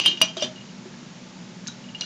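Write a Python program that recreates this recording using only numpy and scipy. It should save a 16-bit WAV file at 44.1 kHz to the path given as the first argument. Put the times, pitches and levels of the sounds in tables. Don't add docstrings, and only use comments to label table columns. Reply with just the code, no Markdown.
import sys
import numpy as np
from scipy import signal
from scipy.fft import rfft, irfft, next_fast_len
from scipy.io import wavfile
from scipy.ndimage import uniform_filter1d

SR = 44100
rng = np.random.default_rng(int(sys.argv[2]) if len(sys.argv) > 2 else 0)


def persist_wave(psi):
    counts = np.round(np.clip(psi, -1, 1) * 32767).astype(np.int16)
    wavfile.write(sys.argv[1], SR, np.atleast_2d(counts).T)


def convert_level_to_amplitude(level_db):
    exponent = np.asarray(level_db, float) / 20
    return 10 ** exponent


N = 90404
RISE_S = 0.00021


def unit(x):
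    return x / np.sqrt(np.mean(x ** 2) + 1e-20)


def along(points, hz):
    point_hz, value = np.transpose(points)
    return np.interp(np.log(hz + 1), np.log(point_hz + 1), value)


def filtered(x, response):
    size = next_fast_len(N + SR // 2)
    gain = response(np.fft.rfftfreq(size, 1 / SR))
    return irfft(rfft(x, size) * gain, size)[..., :N]


def high_pass(x, edge_hz):
    return filtered(x, lambda hz: hz ** 2 / (hz ** 2 + edge_hz ** 2))


def colored_noise(curve):
    return filtered(rng.standard_normal(N), lambda hz: convert_level_to_amplitude(along(curve, hz)))


def blurred(hz, t):
    hz = np.reshape(hz, (-1, 1))
    drift = np.cumsum(rng.standard_normal((len(hz), len(t))), axis=1)
    waver = 0.015 * (hz / 3000) ** 2
    return np.sin(2 * np.pi * hz * t + waver * drift)


def ring(modes, t, scatter_db=0):
    hz, db, t60 = np.transpose(modes)[:, :, None]
    luck_db = scatter_db * rng.standard_normal((len(modes), 1))
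    decay = convert_level_to_amplitude(db + luck_db - 60 * t / t60)
    return (decay * (1 - np.exp(-t / RISE_S)) * blurred(hz, t)).sum(0)


def contacts(rows):
    out, t = np.zeros(N + SR), np.arange(SR // 5) / SR
    for start_s, peak_db, pitch_hz, t60_s in rows:
        rough = 1 + 0.35 * 3 * uniform_filter1d(rng.standard_normal(len(t)), size=9)
        envelope = convert_level_to_amplitude(peak_db - 60 * t / t60_s) * (1 - np.exp(-t / RISE_S))
        out[round(start_s * SR):][:len(t)] += envelope * rough * blurred(pitch_hz, t)[0]
    return out[:N]


# start_s, wall_db, twin_db, clatter_db
BLOWS = [(.0004, -26, -37, -23.5), (0.014, -21, -34.5, -31.5), (0.038, -25, -28, -32),
         (0.046, -26.5, -34, -36.5), (0.0535, -14, -29, -33), (0.0599, -8, -6.5, -20.5),
         (0.09, -21, -24, -41), (.078, -16.5, -29, -31), (0.114, -20.5, -41, -36.5),
         (0.1733, -27.5, -44, -38.5), (.203, -51, -38, -35), (0.215, -3, -24.5, -18),
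         (0.284, -38, -31.5, -41), (0.369, -55, -52, -29.5), (0.377, -46, -35.5, -39.5),
         (.398, -35.5, -32.5, -38), (0.415, -27.5, -33.5, -42), (0.423, -21.5, -30, -26),
         (0.441, -39, -26.5, -30), (0.558, -40, -57, -45), (0.581, -43, -61, -67.5),
         (.609, -40.5, -55, -61), (0.689, -46.5, -62, -48), (1.841, -42.5, -67, -58),
         (1.8872, -40, -52.5, -67), (1.948, -27.5, -65, -42), (1.983, -48, -46, -49.5),
         (2.0104, -44, -48.5, -31), (2.0188, -25.5, -55.5, -54), (2.036, -47, -61, -39)]
# pitch_hz, level_db, t60_s
WALL_MODES = [(2868, 0, .085), (2730, -20, .1), (2420, -19, .11)]
# pitch_hz, level_db, t60_s
TWIN_MODES = [(3150, 0, .15), (3290, -17, .1)]
# pitch_hz, level_db, t60_s
CLATTER_MODES = [(3560, -14.5, 0.047), (3750, -3.5, 0.045), (4080, -7, 0.042), (4320, -29.5, 0.1),
                 (4780, 1, 0.051), (5300, -25, .08), (5730, -4, 0.037), (6000, -13, 0.19),
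                 (6240, -12.5, 0.19)]
# pitch_hz, level_db
ICE_COLOR = [(300, 11.5), (1000, -6), (2000, -6.5), (3000, 12.5), (5500, 3.5), (8000, -8)]


def mug():
    scatter_db = 5.5
    crack_db, crack_t60_s, crack_low_hz = 2.5, 0.0037, 1500
    ice_db, ice_t60_s = -6, 0.16
    ringing, crack_level, ice_level = np.zeros((3, N + SR))
    t = np.arange(SR // 3) / SR
    for start_s, wall_db, twin_db, clatter_db in BLOWS:
        span = slice(round(start_s * SR), round(start_s * SR) + len(t))
        ringing[span] += convert_level_to_amplitude(wall_db) * ring(WALL_MODES, t)
        ringing[span] += convert_level_to_amplitude(twin_db) * ring(TWIN_MODES, t)
        ringing[span] += convert_level_to_amplitude(clatter_db - 7) * ring(CLATTER_MODES, t, scatter_db)
        crack_level[span] += convert_level_to_amplitude(clatter_db + crack_db - 60 * t / crack_t60_s)
        ice_level[span] += convert_level_to_amplitude(clatter_db + ice_db - 60 * t / ice_t60_s)
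    rattle = unit(colored_noise(ICE_COLOR))
    crack = high_pass(rng.standard_normal(N), crack_low_hz)
    return ringing[:N] + ice_level[:N] * rattle + crack_level[:N] * crack


# start_s, peak_db, pitch_hz, t60_s
ICE_NOTES = [(.0002, -2, 2850, 0.0067), (.002, -30, 4750, 0.14), (.06, -14.5, 970, .01),
             (.0615, -22, 3750, 0.17), (.2158, -16, 6010, 0.063), (2.0105, -19, 5000, 0.0044),
             (.443, -26.5, 240, 0.063), (.078, -24, 4080, .1), (.13, -34, 354.5, .15),
             (.2147, -3.5, 1000, .004), (.2155, -21.5, 5730, 0.14), (.219, -23.5, 642, .12),
             (.224, -21, 2426, .1), (.368, -30, 652, .12), (.368, -22, 1200, .006),
             (.372, -33.5, 358.8, 0.28), (.369, -30, 3750, 0.046), (.408, -29, 5300, .05),
             (.4225, -18, 604, 0.074), (.4232, -24, 5770, 0.069), (.426, -22, 3560, .07),
             (.432, -30.5, 4890, .07), (.44, -33, 373, .1), (.462, -32.5, 629, .15),
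             (1.999, -40.5, 4360, .03), (2.0095, -21, 4093, .04), (2.0095, -16.5, 5830, .012),
             (2.036, -36.5, 1470, .04), (.377, -33, 3284, 0.098)]


def ice_and_spoon():
    return contacts(ICE_NOTES)


# pitch_hz, density_db (per Hz)
AIR_COLOR = [(25, -17.5), (90, -23.5), (178, -4.5), (400, -19), (900, -22.5), (3000, -24.5), (7000, -27.5),
             (9000, -45.5)]
# pitch_hz, width_hz, rms_db
HUM_MODES = [(127, 15, -56), (182.5, 23, -46.5), (240, 17.3, -50.5), (361.4, 15.6, -62), (556, 150, -61),
             (880, 56, -62)]


def fridge_and_air():
    air = colored_noise(AIR_COLOR)
    band_rms = np.std(filtered(air, lambda hz: (hz > 1000) & (hz < 7000)))
    out = convert_level_to_amplitude(-50) * air / band_rms
    for pitch_hz, width_hz, rms_db in HUM_MODES:
        mode = filtered(rng.standard_normal(N), lambda hz: np.exp(-((hz - pitch_hz) / width_hz) ** 2))
        out += convert_level_to_amplitude(rms_db) * unit(mode)
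    return out


# pitch_hz, t60_s
ROOM_DECAY = [(300, .32), (3000, .27), (8000, .2)]


def room(x):
    out, step, delay = np.zeros(N + SR), 2646, 150
    for at in range(0, N, step):
        hz, t, spectrum = signal.stft(rng.standard_normal(SR // 3), SR, nperseg=256)
        fade = convert_level_to_amplitude(-60 * t / along(ROOM_DECAY, hz)[:, None])
        tail = signal.istft(spectrum * fade, SR, nperseg=256)[1]
        wet = signal.fftconvolve(x[at:at + step], tail / np.linalg.norm(tail))
        out[at + delay:][:len(wet)] += wet
    return out[:N]


# start_s, peak_db, pitch_hz, t60_s
NAPKIN_SNAPS = [(.855, -37, 367.3, .15), (.94, -38.5, 1680, .02), (1.6545, -33, 6000, .003),
                (1.665, -35, 1700, 0.017), (1.6712, -14.5, 4520, .003), (1.673, -23.5, 6500, .008),
                (1.6765, -17.5, 5400, .007), (1.6785, -21.5, 6300, 0.016), (1.6805, -48.5, 3900, .01),
                (1.6825, -26, 6900, 0.0059), (1.6835, -23, 3900, 0.019), (1.684, -36.5, 1450, 0.051),
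                (1.696, -37.5, 3860, .06), (1.705, -45, 6000, .006), (1.7245, -37, 3830, .01),
                (1.739, -43, 4500, 0.0066), (2.043, -35.5, 4080, .04)]


def napkin():
    return contacts(NAPKIN_SNAPS)


# pitch_hz, level_db
MIC_EDGE = [(7300, 0.5), (7850, -10), (8600, -10.5), (9100, -41)]


def scene():
    glass = mug()
    small = ice_and_spoon() + napkin()
    wet = convert_level_to_amplitude(-15) * room(glass + convert_level_to_amplitude(5) * small)
    near = high_pass(glass + small + wet, 110)
    heard = filtered(near + fridge_and_air(), lambda hz: convert_level_to_amplitude(along(MIC_EDGE, hz)))
    return np.tile(heard, (2, 1))


def roll_off(x):
    return signal.sosfilt(signal.butter(12, 16100, fs=SR, output="sos"), x)


def record(dry):
    clip_top, clip_hard = 0.42, 6
    side_db, side_s = -24, 0.012
    x = dry + 0.03 * high_pass(dry ** 2, 400)
    x = x / (1 + np.abs(x / clip_top) ** clip_hard) ** (1 / clip_hard)
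    x = filtered(x, lambda hz: 1 - 0.65 / (1 + (hz / 90) ** 4))
    loudness = np.abs(uniform_filter1d(x[0] ** 2, int(side_s * SR))) / clip_top
    hiss = filtered(rng.standard_normal(N), lambda hz: np.clip(hz / 2500, 0.15, 1.4))
    side = convert_level_to_amplitude(side_db) * loudness * hiss
    return roll_off(x + [side, -side])


dry = scene()
out = record(dry)
persist_wave(out)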